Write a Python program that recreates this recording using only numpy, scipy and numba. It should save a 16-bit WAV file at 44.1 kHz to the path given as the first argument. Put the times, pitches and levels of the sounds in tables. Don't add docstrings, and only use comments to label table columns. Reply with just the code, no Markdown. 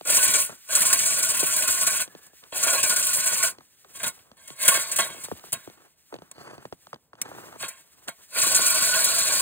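import sys
import numpy as np
from scipy import signal
from scipy.fft import rfft, irfft, next_fast_len
from scipy.io import wavfile
from scipy.ndimage import uniform_filter1d
from numba import njit

SR = 44100
rng = np.random.default_rng(int(sys.argv[2]) if len(sys.argv) > 2 else 0)


def wrap_up_sound(samples):
    columns = np.atleast_2d(samples).T
    tamed = np.clip(columns, -1, 1)
    steps = np.round(tamed * 32767).astype(np.int16)
    wavfile.write(sys.argv[1], SR, steps)


N = 414981
T = np.arange(N) / SR


def undb(db):
    return np.exp(np.asarray(db) * (np.log(10) / 20))


def unit(x):
    return x / np.sqrt(np.mean(x ** 2))


def band(x, hz, width_hz):
    return signal.lfilter(*signal.iirpeak(hz, hz / width_hz, SR), x)


def band_twice(x, hz, width_hz):
    return band(band(x, hz, width_hz), hz, width_hz)


def colour(x, points, size=1024):
    hz, db = np.transpose(points)
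    grid = np.maximum(np.arange(size // 2 + 1) * SR / size, 1)
    cepstrum = irfft(np.interp(np.log(grid), np.log(hz), db) * np.log(10) / 20)
    cepstrum[1:size // 2] *= 2
    cepstrum[size // 2 + 1:] = 0
    taps = irfft(np.exp(rfft(cepstrum)))
    return signal.oaconvolve(x, taps / np.linalg.norm(taps))[:N]


def walk(rate):
    hold = int(SR / rate)
    levels = np.repeat(rng.standard_normal(N // hold + 1), hold)
    return uniform_filter1d(levels, hold)[:N]


def grains(spread_db):
    size_db = spread_db * np.minimum(rng.exponential(size=N), 4)
    return unit(rng.standard_normal(N) * undb(size_db))


def bursts(start_s, level_db, t60_s, rise_s):
    env = np.zeros(N)
    for start, top, fall in zip(start_s, undb(level_db), np.clip(t60_s, .01, 1)):
        i = int(start * SR)
        t = T[:min(int(fall * SR), N - i)]
        env[i:i + len(t)] += top * (1 - np.exp(-t / rise_s)) * 10 ** (-3 * t / fall)
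    return env


EDGE_DB = 40


def swells(start_s, stop_s, level_db, end_db, rise_s, fall_s):
    env = np.zeros(N)
    for start, stop, level, end, rise, fall in np.broadcast(start_s, stop_s, level_db, end_db, rise_s, fall_s):
        times = np.maximum.accumulate([start, start + rise, stop, stop + fall, stop + 3 * fall])
        levels = [level - EDGE_DB, level, end, end - EDGE_DB, -150]
        on = slice(max(int(start * SR), 0), int(times[-1] * SR))
        env[on] += undb(np.interp(T[on], times, levels))
    return env


@njit
def drifting(x, hz, width_hz):
    y = np.empty(len(x))
    band_state, low_state, g, k = 0., 0., 0., 0.
    for i in range(len(x)):
        if i % 64 == 0:
            g, k = np.tan(np.pi * hz[i] / SR), width_hz / hz[i]
        v = (band_state + g * (x[i] - low_state)) / (1 + g * (g + k))
        band_state, low_state = 2 * v - band_state, 2 * (low_state + g * v) - low_state
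        y[i] = k * v
    return y


def whine(hz, env, memory, waver):
    turn = np.exp(2j * np.pi * np.cumsum(hz * (1 + waver * walk(19))) / SR)
    rough = signal.lfilter([1], [1, -memory], rng.standard_normal((2, N)))
    tone = unit(np.real(turn * (rough[0] + 1j * rough[1])))
    return tone * env * undb(2 * walk(11))


# (relative, per Hz)
ICE_SPECTRUM = [(40, -21.5), (80, -16), (400, -18.5), (820, -32), (1200, -29.5), (3300, -15), (4300, -9),
                (5100, -8.5), (6300, -3.5), (8300, 0), (11000, 0), (13500, -8), (15500, -9.5)]
CRUNCH_DB = -13


def auger():
    crack_env, blow_env = auger_forces()
    cracks = colour(shards(patchy_db=3.0) * crack_env, ICE_SPECTRUM)
    lumps = crunch() * crack_env
    ring = tube(grains(1.2) * blow_env, patchy_db=3.0)
    blades = undb(CRUNCH_DB) * lumps + undb(3.5) * cracks + undb(1.0) * ring
    return blades, cracks_around(crack_env, blow_env)


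# start_s, stop_s, shaving_start_db, shaving_stop_db, ring_db, spin_up_s, run_down_s,
# throb_origin_s (a time from which the half turns are counted), half_turns_per_s, gear_whine_db
DRILL_RUNS = [(0.021, 0.406, -19.5, -24, -29.5, 0.079, 0.2, 0.1, 14.6, -42),
              (0.65, 2.024, -25, -26, -35, 0.069, 0.057, 0.5, 16.1, -57),
              (2.493, 3.486, -27.5, -25.5, -37, 0.07, 0.069, 2.5, 15, -40),
              (4.547, 4.78, -26.5, -26.5, -30.5, 0.071, 0.4, 4.627, 27, -37.5),
              (8.281, 9.5, -23, -27, -30, 0.1, .05, 8.07, 20.3, -30)]
# start_s, stop_s, shaving_start_db, shaving_stop_db, ring_db, rise_s, fall_s
HAND_SCRAPES = [(3.913, 3.975, -41, -40, -46, 0.044, 0.034),
                (3.968, 4.079, -40.5, -28.5, -45, 0.029, 0.068),
                (4.355, 4.534, -57.5, -50.5, -58, 0.016, 0.15),
                (4.877, 5.033, -45.5, -33, -43.5, 0.017, 0.28), (5.12, 5.25, -59, -36, -66.5, 0.057, 0.057),
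                (7.558, 7.64, -34, -36, -36.5, 0.053, 0.19), (7.75, 7.811, -59, -54, -67, 0.025, 0.038)]
# start_s, crack_db, tube_blow_db, t60_s
BLADE_KNOCKS = [(0.05, -21.5, -23, 0.085), (0.0701, -9.5, -33.5, 0.075), (0.119, -16, -24, 0.087),
                (0.1673, -2.5, -38.5, 0.053), (0.2284, -11, -29.5, 0.08), (0.2775, -7.5, -35, 0.059),
                (0.336, -4, -12.5, 0.088), (0.4, -13.5, -37, 0.08), (0.687, -33.5, -28, 0.088),
                (0.721, -20.5, -29.5, 0.27), (0.7508, 1, -24.5, 0.069), (0.767, -14, -26.5, 0.06),
                (0.805, -8.5, -34, 0.086), (0.817, -7.5, -25, 0.087), (0.852, -9.5, -34.5, 0.1),
                (0.866, -12, -34.5, 0.1), (0.9, -9.5, -20.5, 0.08), (0.927, 2.5, -11.5, 0.05),
                (0.956, -31, -22, 0.03), (0.9893, -4.5, -45, 0.08), (1.055, -27, -49, 0.06),
                (1.103, -12.5, -39, 0.051), (1.166, -28, -24, 0.055), (1.2254, -7.5, -48, 0.055),
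                (1.2869, -12, -48, 0.055), (1.334, -29, -43, 0.06), (1.392, -5, -30, 0.054),
                (1.5628, -11, -38, 0.093), (1.622, -6.5, -30, 0.064), (1.674, -11.5, -33, 0.16),
                (1.81, -7.5, -29, 0.098), (1.8664, -4, -13, 0.074), (1.995, -20, -29, 0.09),
                (2.521, -39, -19, 0.07), (2.627, -14, -18.5, 0.12), (2.67, -15, -16.5, 0.17),
                (2.728, -14.5, -17, 0.11), (2.775, -19, -16.5, 0.09), (2.829, -8, -17.5, 0.13),
                (2.894, -8, -18.5, 0.1), (2.96, -6, -22, 0.065), (3.0253, -8, -51, 0.072),
                (3.068, -10, -31, 0.096), (3.131, -7.5, -43, 0.1), (3.2584, -26, -46, 0.072),
                (3.426, -11, -22, 0.096), (3.998, -33, -19, 0.04), (4.015, -29, -46, 0.03),
                (4.03, -14.5, -17, 0.067), (4.063, -14, -21, 0.067), (4.475, -23, -38, 0.087),
                (4.627, -32, -40.5, 0.061), (4.65, -5, -45.5, 0.06), (4.6785, 7, -3.5, 0.06),
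                (4.691, -6.5, -29, 0.04), (4.714, -20.5, -17.5, 0.08), (4.741, -7.5, -17, 0.08),
                (4.79, -15, -48, 0.11), (4.914, -7, -46, 0.08), (4.959, -8, -48, 0.08),
                (4.985, -5, -8.5, 0.098), (5.2367, -21, -36, 0.059), (7.6216, -22, -22, 0.092),
                (7.635, -45, -32, 0.12), (7.6809, -21, -30, 0.069), (7.7, -56, -44, 0.36),
                (8.076, -20.5, -23.5, 0.11), (8.4136, -29, -47, 0.08), (8.466, -26, -29, 0.08),
                (8.546, -6, -27.5, 0.075), (8.743, -13, -34, 0.089), (8.8202, -10, -34.5, 0.15),
                (8.9386, -11.5, -14, 0.085), (9.042, -6.5, -45, 0.06), (9.182, -12.5, -35.5, 0.08),
                (9.3206, -12, -30.5, 0.14), (9.3907, -15, -32.5, 0.089)]
# start_s, crack_db, tube_blow_db, t60_s
SHORT_CLINKS = [(2.2638, -38, -68, 0.056), (5.521, -22, -34, 0.05), (5.527, -16, -22, 0.088),
                (5.55, -54, -47, 0.93), (6.313, -27.5, -34.5, 0.022), (7.2149, -13, -25, 0.031),
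                (4.19, -50, -40, 0.028), (8.198, -46, -60, 0.037)]
KNOCK_RISE_S, BLOW_RISE_S, CLINK_RISE_S = 0.0028, 0.007, 0.0006
RING_RISE_SHARE = 0.86


def auger_forces():
    rows = [row[:7] for row in DRILL_RUNS + HAND_SCRAPES]
    start, stop, level_db, end_db, ring_db, rise, fall = np.transpose(rows)
    ring_end_db = ring_db + end_db - level_db
    surge = throb() * slip()
    crack_env = swells(start, stop, level_db, end_db, rise, fall)
    crack_env = crack_env * surge * undb(1.1 * walk(110) - 2.5)
    blow_env = swells(start, stop, ring_db, ring_end_db, RING_RISE_SHARE * rise, fall)
    blow_env = blow_env * surge * undb(1.5 * walk(60) - 2.0)
    for table, crack_rise_s, blow_rise_s, crack_trim_db in (
            (BLADE_KNOCKS, KNOCK_RISE_S, BLOW_RISE_S, 14),
            (SHORT_CLINKS, CLINK_RISE_S, CLINK_RISE_S, 8)):
        s, crack_db, blow_db, t60 = np.transpose(table)
        crack_env = crack_env + bursts(s, crack_db - crack_trim_db, t60, crack_rise_s)
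        blow_env = blow_env + bursts(s, blow_db - 5.5, t60, blow_rise_s)
    return crack_env, blow_env


THROB_DB, THROB_SCATTER_DB = -10, 2.5
THROB_FADE_SHARE = 1


def throb():
    out = np.ones(N)
    for _, stop, _, _, _, _, _, throb_origin, half_turn_rate, _ in DRILL_RUNS:
        half_turns = (T - throb_origin) * half_turn_rate
        size = undb(THROB_DB + THROB_SCATTER_DB * rng.standard_normal(200))
        on = (half_turns >= 0) & (T < stop)
        fade = np.exp(-(half_turns[on] % 1) / THROB_FADE_SHARE)
        out[on] += size[half_turns[on].astype(int)] * fade
    return out


SLIP_SHARE, SLIP_S = 0.28, 0.01


def slip():
    out = np.ones(N)
    for knock in BLADE_KNOCKS:
        start = knock[0]
        before = slice(max(int((start - 8 * SLIP_S) * SR), 0), int(start * SR))
        out[before] *= 1 - SLIP_SHARE * np.exp((T[before] - start) / SLIP_S)
    return out


def shards(patchy_db):
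    total = np.zeros(N)
    for edge_hz, kind in ((4000, "low"), ((4000, 9000), "band"), (9000, "high")):
        sos = signal.butter(3, edge_hz, kind, fs=SR, output="sos")
        total += signal.sosfilt(sos, grains(2.5) * undb(patchy_db * walk(70)))
    return unit(total)


# pitch_hz, width_hz, level_db (relative)
LUMP_BANDS = [(1262, 300, -8.5), (2050, 960, -1), (2810, 810, 0), (3370, 700, -4.5), (4590, 430, 1.5)]


def crunch():
    total = np.zeros(N)
    for hz, width_hz, level_db in LUMP_BANDS:
        flurries = grains(4.0) * undb(5 * walk(90))
        total += undb(level_db) * band_twice(flurries, hz, width_hz)
    return unit(total)


# pitch_hz (centre of its drift), width_hz,
# upright_db (in the hole), handled_db; levels are relative
TUBE_MODES = [(614, 171, -10.5, -11.5), (670, 26.8, -4.5, -6), (918.6, 24, -13.5, -11),
              (1088.4, 29, -2, -3), (1437, 36.7, -0.5, -5.5), (1495, 33, -1.5, -10), (1610, 36, -6, -5),
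              (1804, 33, -14, -11.5), (1956, 30, -11.5, -11), (2166, 43, -13.5, -6), (2330, 40, -3.5, -9),
              (2615, 190, -10, -12), (3278, 98, -10, -8.5), (3826, 30, -13.5, -6), (4110, 40, -7, -12.5),
              (4330, 50, -12.5, -7.5), (7700, 37, -12.5, -15.5), (8150, 22, -16, -21),
              (8950, 98, -23.5, -37.5), (8900, 43, -11.5, -31.5)]
HANDLED_S = 3.7, 8.25
WAVER_SHARE, WAVER_PER_S = .014, 12


def tube(force, patchy_db):
    handled = (T > HANDLED_S[0]) & (T < HANDLED_S[1])
    ring = np.zeros(N)
    for k, (hz, width_hz, upright_db, handled_db) in enumerate(TUBE_MODES):
        drive = force * undb(np.where(handled, handled_db, upright_db) + patchy_db * walk(35))
        centre_hz = hz * (1 + WAVER_SHARE * min(1, 1500 / hz) * walk(WAVER_PER_S))
        ring += (-1) ** k * drifting(drive, centre_hz, 1. * width_hz)
    modes = np.array(TUBE_MODES)
    white_power = undb(2 * modes[:, 2]) * np.pi * modes[:, 1] / SR
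    return ring / np.sqrt(np.sum(white_power))


def cracks_around(crack_env, blow_env):
    middle = band_twice(grains(1.8) * (crack_env + 1.5 * blow_env), 1900, 2800)
    bright = colour(grains(1.4) * crack_env, ICE_SPECTRUM)
    return undb(-10) * middle + undb(-12.0) * bright


GEAR_HZ = 4404


def gears():
    start, stop, _, _, _, spin_up, run_down, _, _, gear_db = np.transpose(DRILL_RUNS)
    env = swells(start, stop, gear_db, gear_db, spin_up, run_down)
    return whine(GEAR_HZ, env, memory=.965, waver=.025)


LINGER_HZ, LINGER_S, LINGER_END_S, LINGER_DB, LINGER_END_DB = 1720, 2.07, 2.36, -59, -72


def lingering_tone():
    env = swells(LINGER_S, LINGER_END_S, LINGER_DB, LINGER_END_DB, 0.0089, .05)
    return whine(LINGER_HZ, env, memory=.997, waver=.008)


# start_s, ring_db (before the mode levels)
DRY_CLICKS = [(6.314, -47), (7.2166, -20)]
# pitch_hz, width_hz, level_db (relative)
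CLICK_BANDS = [(2710, 400, -7), (5960, 510, 8.5), (10540, 830, 0.5)]
CLICK_T60_S = 0.019


def clicks():
    ring = np.zeros(N)
    for hz, width_hz, level_db in CLICK_BANDS:
        ring += undb(level_db) * unit(band_twice(rng.standard_normal(N), hz, width_hz))
    s, ring_db = np.transpose(DRY_CLICKS)
    return ring * bursts(s, ring_db, s * 0 + CLICK_T60_S, CLINK_RISE_S)


# start_s, thud_db, pitch_scale_hz, tick_db, t60_s
CHIP_DROPS = [(0.01, -36.5, 467, -46.5, 0.048), (0.495, -33, 286, -56, 0.04),
              (0.524, -41, 1000, -60, 0.034), (1.429, -24.5, 314, -39, 0.082), (2.077, -44, 224, -53, 0.05),
              (2.15, -38, 295, -53, 0.056), (2.333, -53, 407, -69, 0.075), (2.438, -60, 900, -52, 0.04),
              (2.525, -33, 535, -51, 0.045), (2.667, -25, 399, -50, 0.02), (3.584, -42, 290, -54, 0.042),
              (3.607, -47.5, 1010, -69, 0.039), (3.846, -50, 960, -61, 0.12), (3.974, -49, 259, -54, 0.067),
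              (4.042, -29.5, 523, -35, 0.022), (4.315, -39.5, 490, -56.5, 0.018),
              (4.503, -41, 310, -46, 0.12), (4.774, -28, 380, -36, 0.038), (4.99, -23, 612, -37, 0.037),
              (5.102, -39, 486, -55, 0.037), (5.116, -46, 403, -57, 0.04), (5.145, -41, 395, -57, 0.059),
              (5.166, -41, 603, -57, 0.055), (5.18, -44, 530, -50.5, 0.04), (5.245, -41, 515, -53, 0.027),
              (5.284, -36, 403, -56, 0.042), (5.315, -24, 415, -57, 0.036), (5.195, -54.5, 170, -65, 0.062),
              (5.32, -30.5, 149, -65, 0.088), (5.45, -59, 183, -68, 0.07), (5.532, -44, 200, -62, 0.074),
              (5.331, -48, 520, -63, 0.04), (5.352, -47, 630, -61, 0.04), (5.365, -49, 557, -60, 0.044),
              (5.378, -57, 626, -60, 0.04), (5.395, -58, 450, -53, 0.04), (5.439, -41, 595, -64, 0.077),
              (5.484, -49, 540, -65, 0.047), (5.571, -50, 400, -56, 0.04), (5.675, -35, 300, -58, 0.052),
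              (5.699, -45, 308, -55, 0.044), (6.125, -34, 480, -73, 0.13), (6.141, -31, 240, -46, 0.043),
              (6.155, -39.5, 364, -61, 0.044), (6.163, -48, 382, -54, 0.051),
              (6.187, -40, 254, -57.5, 0.031), (6.22, -35, 360, -60, 0.027),
              (6.381, -40.5, 273, -58, 0.049), (6.403, -47, 890, -59, 0.058), (6.532, -40, 320, -64, 0.054),
              (6.551, -46, 496, -63, 0.043), (6.58, -37, 266, -55, 0.06), (6.653, -29, 270, -50, 0.023),
              (6.725, -29, 320, -48, 0.045), (6.869, -40.5, 730, -56, 0.028),
              (6.93, -29.5, 750, -54, 0.044), (6.943, -39, 538, -52, 0.032), (6.959, -47, 570, -63, 0.031),
              (7.132, -38, 670, -67, 0.034), (7.153, -52, 700, -63, 0.03), (7.188, -48, 744, -68, 0.03),
              (7.256, -38, 536, -60, 0.036), (7.269, -51, 690, -60, 0.04), (7.288, -38, 696, -63, 0.043),
              (7.338, -51, 755, -69, 0.04), (7.495, -48, 350, -65, 0.035), (7.523, -51, 500, -68, 0.04),
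              (7.315, -34.5, 552, -63, 0.043), (7.363, -40, 252, -62, 0.036), (7.383, -38, 700, -63, 0.11),
              (7.559, -42, 548, -63, 0.057), (7.627, -52, 1130, -42, 0.11), (7.63, -31.5, 720, -60, 0.059),
              (8.083, -57, 1070, -36.5, 0.049), (8.087, -45, 203, -65, 0.063),
              (8.466, -29, 298, -50, 0.062), (8.592, -26, 443, -50, 0.034)]
SPREAD_CYCLES, SPREAD_S = 0.76, 0.00043
RATTLE_DB, RATTLE_HZ, RATTLE_S = -16, 1500, .006


def chips():
    out = np.zeros(N)
    chance = rng.standard_normal((len(CHIP_DROPS), 4000))
    t = T[:4000]
    for (start, thud_db, hz, tick_db, t60), noise in zip(CHIP_DROPS, chance):
        cycles = hz * (.36 * t + 1.1 * 0.0031 * (1 - np.exp(-t / 0.0039)))
        cycles += SPREAD_CYCLES * np.log(1 + t / SPREAD_S)
        thud = np.sin(2 * np.pi * cycles) + .3 * unit(band_twice(noise, 1.4 * hz, 1.6 * hz))
        thud *= 1 + 2.0 * np.exp(-t / 0.006)
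        tick = unit(band_twice(noise, 2900, 3200)) * np.exp(-t / 0.0016)
        crumbs = unit(band(noise[::-1], RATTLE_HZ, RATTLE_HZ)) * np.exp(-t / RATTLE_S)
        hit = undb(thud_db - 3.0) * thud * 10 ** (-3 * t / max(t60, .01))
        hit += undb(tick_db + 17.0) * tick
        hit += undb(thud_db + RATTLE_DB) * crumbs
        i = int(start * SR)
        out[i:i + 4000] += hit * (1 - np.exp(-t / 0.00089))
    return out


# (relative, per Hz)
SNOW_SPECTRUM = [(60, -18.5), (200, 4), (600, 5.5), (1100, 6.5), (1600, 2.5), (2600, -5.5), (4600, -13),
                 (8000, -13.5), (15500, -30)]
# start_s, stop_s, start_db, stop_db
CRYSTAL_FIZZ = [(6.31, 6.597, -58, -68)]
FIZZ_HZ, FIZZ_WIDTH_HZ = 4300, 830
CREAK_RISE_S, CREAK_FALL_S = 0.033, 0.093


def boots():
    crystals = grains(3.5) * undb(3.2 * walk(120) + 1.8 * walk(30))
    creak = colour(crystals * creaking(), SNOW_SPECTRUM) * undb(1.5)
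    fizz = unit(band_twice(crystals, FIZZ_HZ, FIZZ_WIDTH_HZ))
    return creak + fizz * swells(*np.transpose(CRYSTAL_FIZZ), CREAK_RISE_S, CREAK_FALL_S)


# start_s, stop_s, start_db, stop_db (relative)
BOOT_CREAKS = [(0.456, 0.517, -46, -47), (2.009, 2.288, -57.5, -64), (2.399, 2.467, -56, -62),
               (3.465, 3.615, -52, -61), (3.78, 3.907, -75, -61.5), (4.062, 4.405, -58.5, -74),
               (5.055, 5.31, -54, -60), (5.348, 5.49, -56, -65), (5.5, 5.632, -56, -74),
               (5.625, 5.866, -63, -63), (6.069, 6.338, -68.5, -61.5), (6.325, 6.492, -54, -46),
               (6.47, 6.656, -52.5, -57.5), (6.864, 6.95, -71.5, -66.5), (7.105, 7.217, -72, -54.5),
               (7.214, 7.56, -48.5, -50.5), (7.747, 8.054, -73, -64.5), (8.057, 8.106, -36, -68),
               (8.163, 8.227, -56, -67)]


def creaking():
    return swells(*np.transpose(BOOT_CREAKS), CREAK_RISE_S, CREAK_FALL_S)


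# time_s, level_db (relative)
DUST_HISS = [(0, -59), (0.7, -53), (2.05, -58.5), (2.5, -57), (3.55, -63), (3.9, -57), (4.16, -54.5),
             (4.25, -66.5), (4.4, -70), (5.1, -53), (5.5, -52.5), (5.9, -68.5), (5.97, -65.5), (6.1, -62),
             (6.3, -69.5), (6.4, -61.5), (6.75, -61.5), (6.9, -67), (7.18, -76), (7.3, -51.5), (7.6, -61.5),
             (8.0, -61.5), (8.3, -58), (9.41, -56)]
# (relative, per Hz)
DUST_SPECTRUM = [(300, -25.5), (1700, 2.5), (4000, 3), (8300, 5.5), (15500, 3.5)]


def dust():
    falling = grains(2.5) * undb(3.5 * walk(36))
    hiss_db = np.interp(T, *np.transpose(DUST_HISS))
    return colour(falling * undb(hiss_db), DUST_SPECTRUM) * undb(2.0)


CREAK_RUMBLE_DB, DROP_RUMBLE_DB, CLINK_RUMBLE_DB, SCRAPE_RUMBLE_DB = -11.5, -15, -29.5, -22.5
DROP_RUMBLE_T60_S = 0.079


def rumble():
    shake = undb(CREAK_RUMBLE_DB) * creaking()
    s, thud_db = np.transpose(CHIP_DROPS)[:2]
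    shake += bursts(s, thud_db + DROP_RUMBLE_DB, s * 0 + DROP_RUMBLE_T60_S, 0.0017)
    s, crack_db, _, t60 = np.transpose(SHORT_CLINKS)
    shake += bursts(s, crack_db + CLINK_RUMBLE_DB, 2 * t60, 0.002)
    start, stop, level_db, end_db, _, rise, fall = np.transpose(HAND_SCRAPES)
    shake += undb(SCRAPE_RUMBLE_DB) * swells(start, stop, level_db, end_db, rise, fall)
    shared, apart = [unit(band_twice(rng.standard_normal(N), 150, 220)) for _ in range(2)]
    return (shared + 0.16 * apart * np.array([[1], [-1]])) * shake


# (relative, per Hz)
AIR_SPECTRUM = [(25, -36), (45, -2), (80, 2), (300, -5), (1000, -10), (3000, -31.5), (15500, -39)]
AIR_DB = -72.5


def air():
    shared, apart = [colour(rng.standard_normal(N) * undb(AIR_DB + 2 * walk(2.5)), AIR_SPECTRUM)
                     for _ in range(2)]
    return shared + .45 * apart * np.array([[1], [-1]])


def ports(x, phase, balance):
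    size = next_fast_len(N + 512)
    hz = np.arange(size // 2 + 1) * SR / size
    lead_rad = np.interp(hz, *np.transpose(phase))
    balance_hz, balance_db = np.transpose(balance)
    tilt_db = np.interp(np.log(hz + 1), np.log(balance_hz), balance_db)
    half = undb(tilt_db / 2) * np.exp(.5j * lead_rad)
    return irfft(rfft(x, size) * np.array([half, 1 / half]), size)[:, :N]


# pitch_hz, left_lead_rad
AUGER_PHASE = [(0, 0), (600, -.5), (1500, -.2), (2200, 1.0), (3300, 1.6), (4500, 2.3), (5050, np.pi),
               (5850, np.pi), (7800, 2 * np.pi), (9200, 2 * np.pi), (11200, 3 * np.pi), (12300, 3 * np.pi),
               (14000, 4 * np.pi), (22050, 4 * np.pi)]
# pitch_hz, left_minus_right_db
AUGER_BALANCE = [(60, 5), (110, -0.5), (200, 3.5), (380, -4), (700, -1), (1290, -5.5), (2380, -1.5),
                 (4400, 0.5), (8120, 1), (15000, -2)]
# pitch_hz, left_lead_rad
GROUND_PHASE = [(0, 7), (340, 0.88), (860, 1.81), (1550, 1), (2150, 2.5), (4900, 2), (6100, 5.5), (7700, 5),
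                (22050, 17.5)]


def scene():
    blades, around = auger()
    near = blades + gears() + lingering_tone() + clicks() + dust()
    ground = ports(chips() + boots(), GROUND_PHASE, [(60, 0.42), (15000, 0)])
    sides = around * np.array([[1], [-1]])
    return ports(near, AUGER_PHASE, AUGER_BALANCE) + ground + sides + rumble() + air()


TOP_HZ = 15700


def record(dry):
    dry = np.tanh(dry)
    dry = signal.sosfilt(signal.butter(2, 62, "high", fs=SR, output="sos"), dry)
    return signal.sosfilt(signal.ellip(10, .2, 70, TOP_HZ, fs=SR, output="sos"), dry)


dry = scene()
out = record(dry)
wrap_up_sound(out)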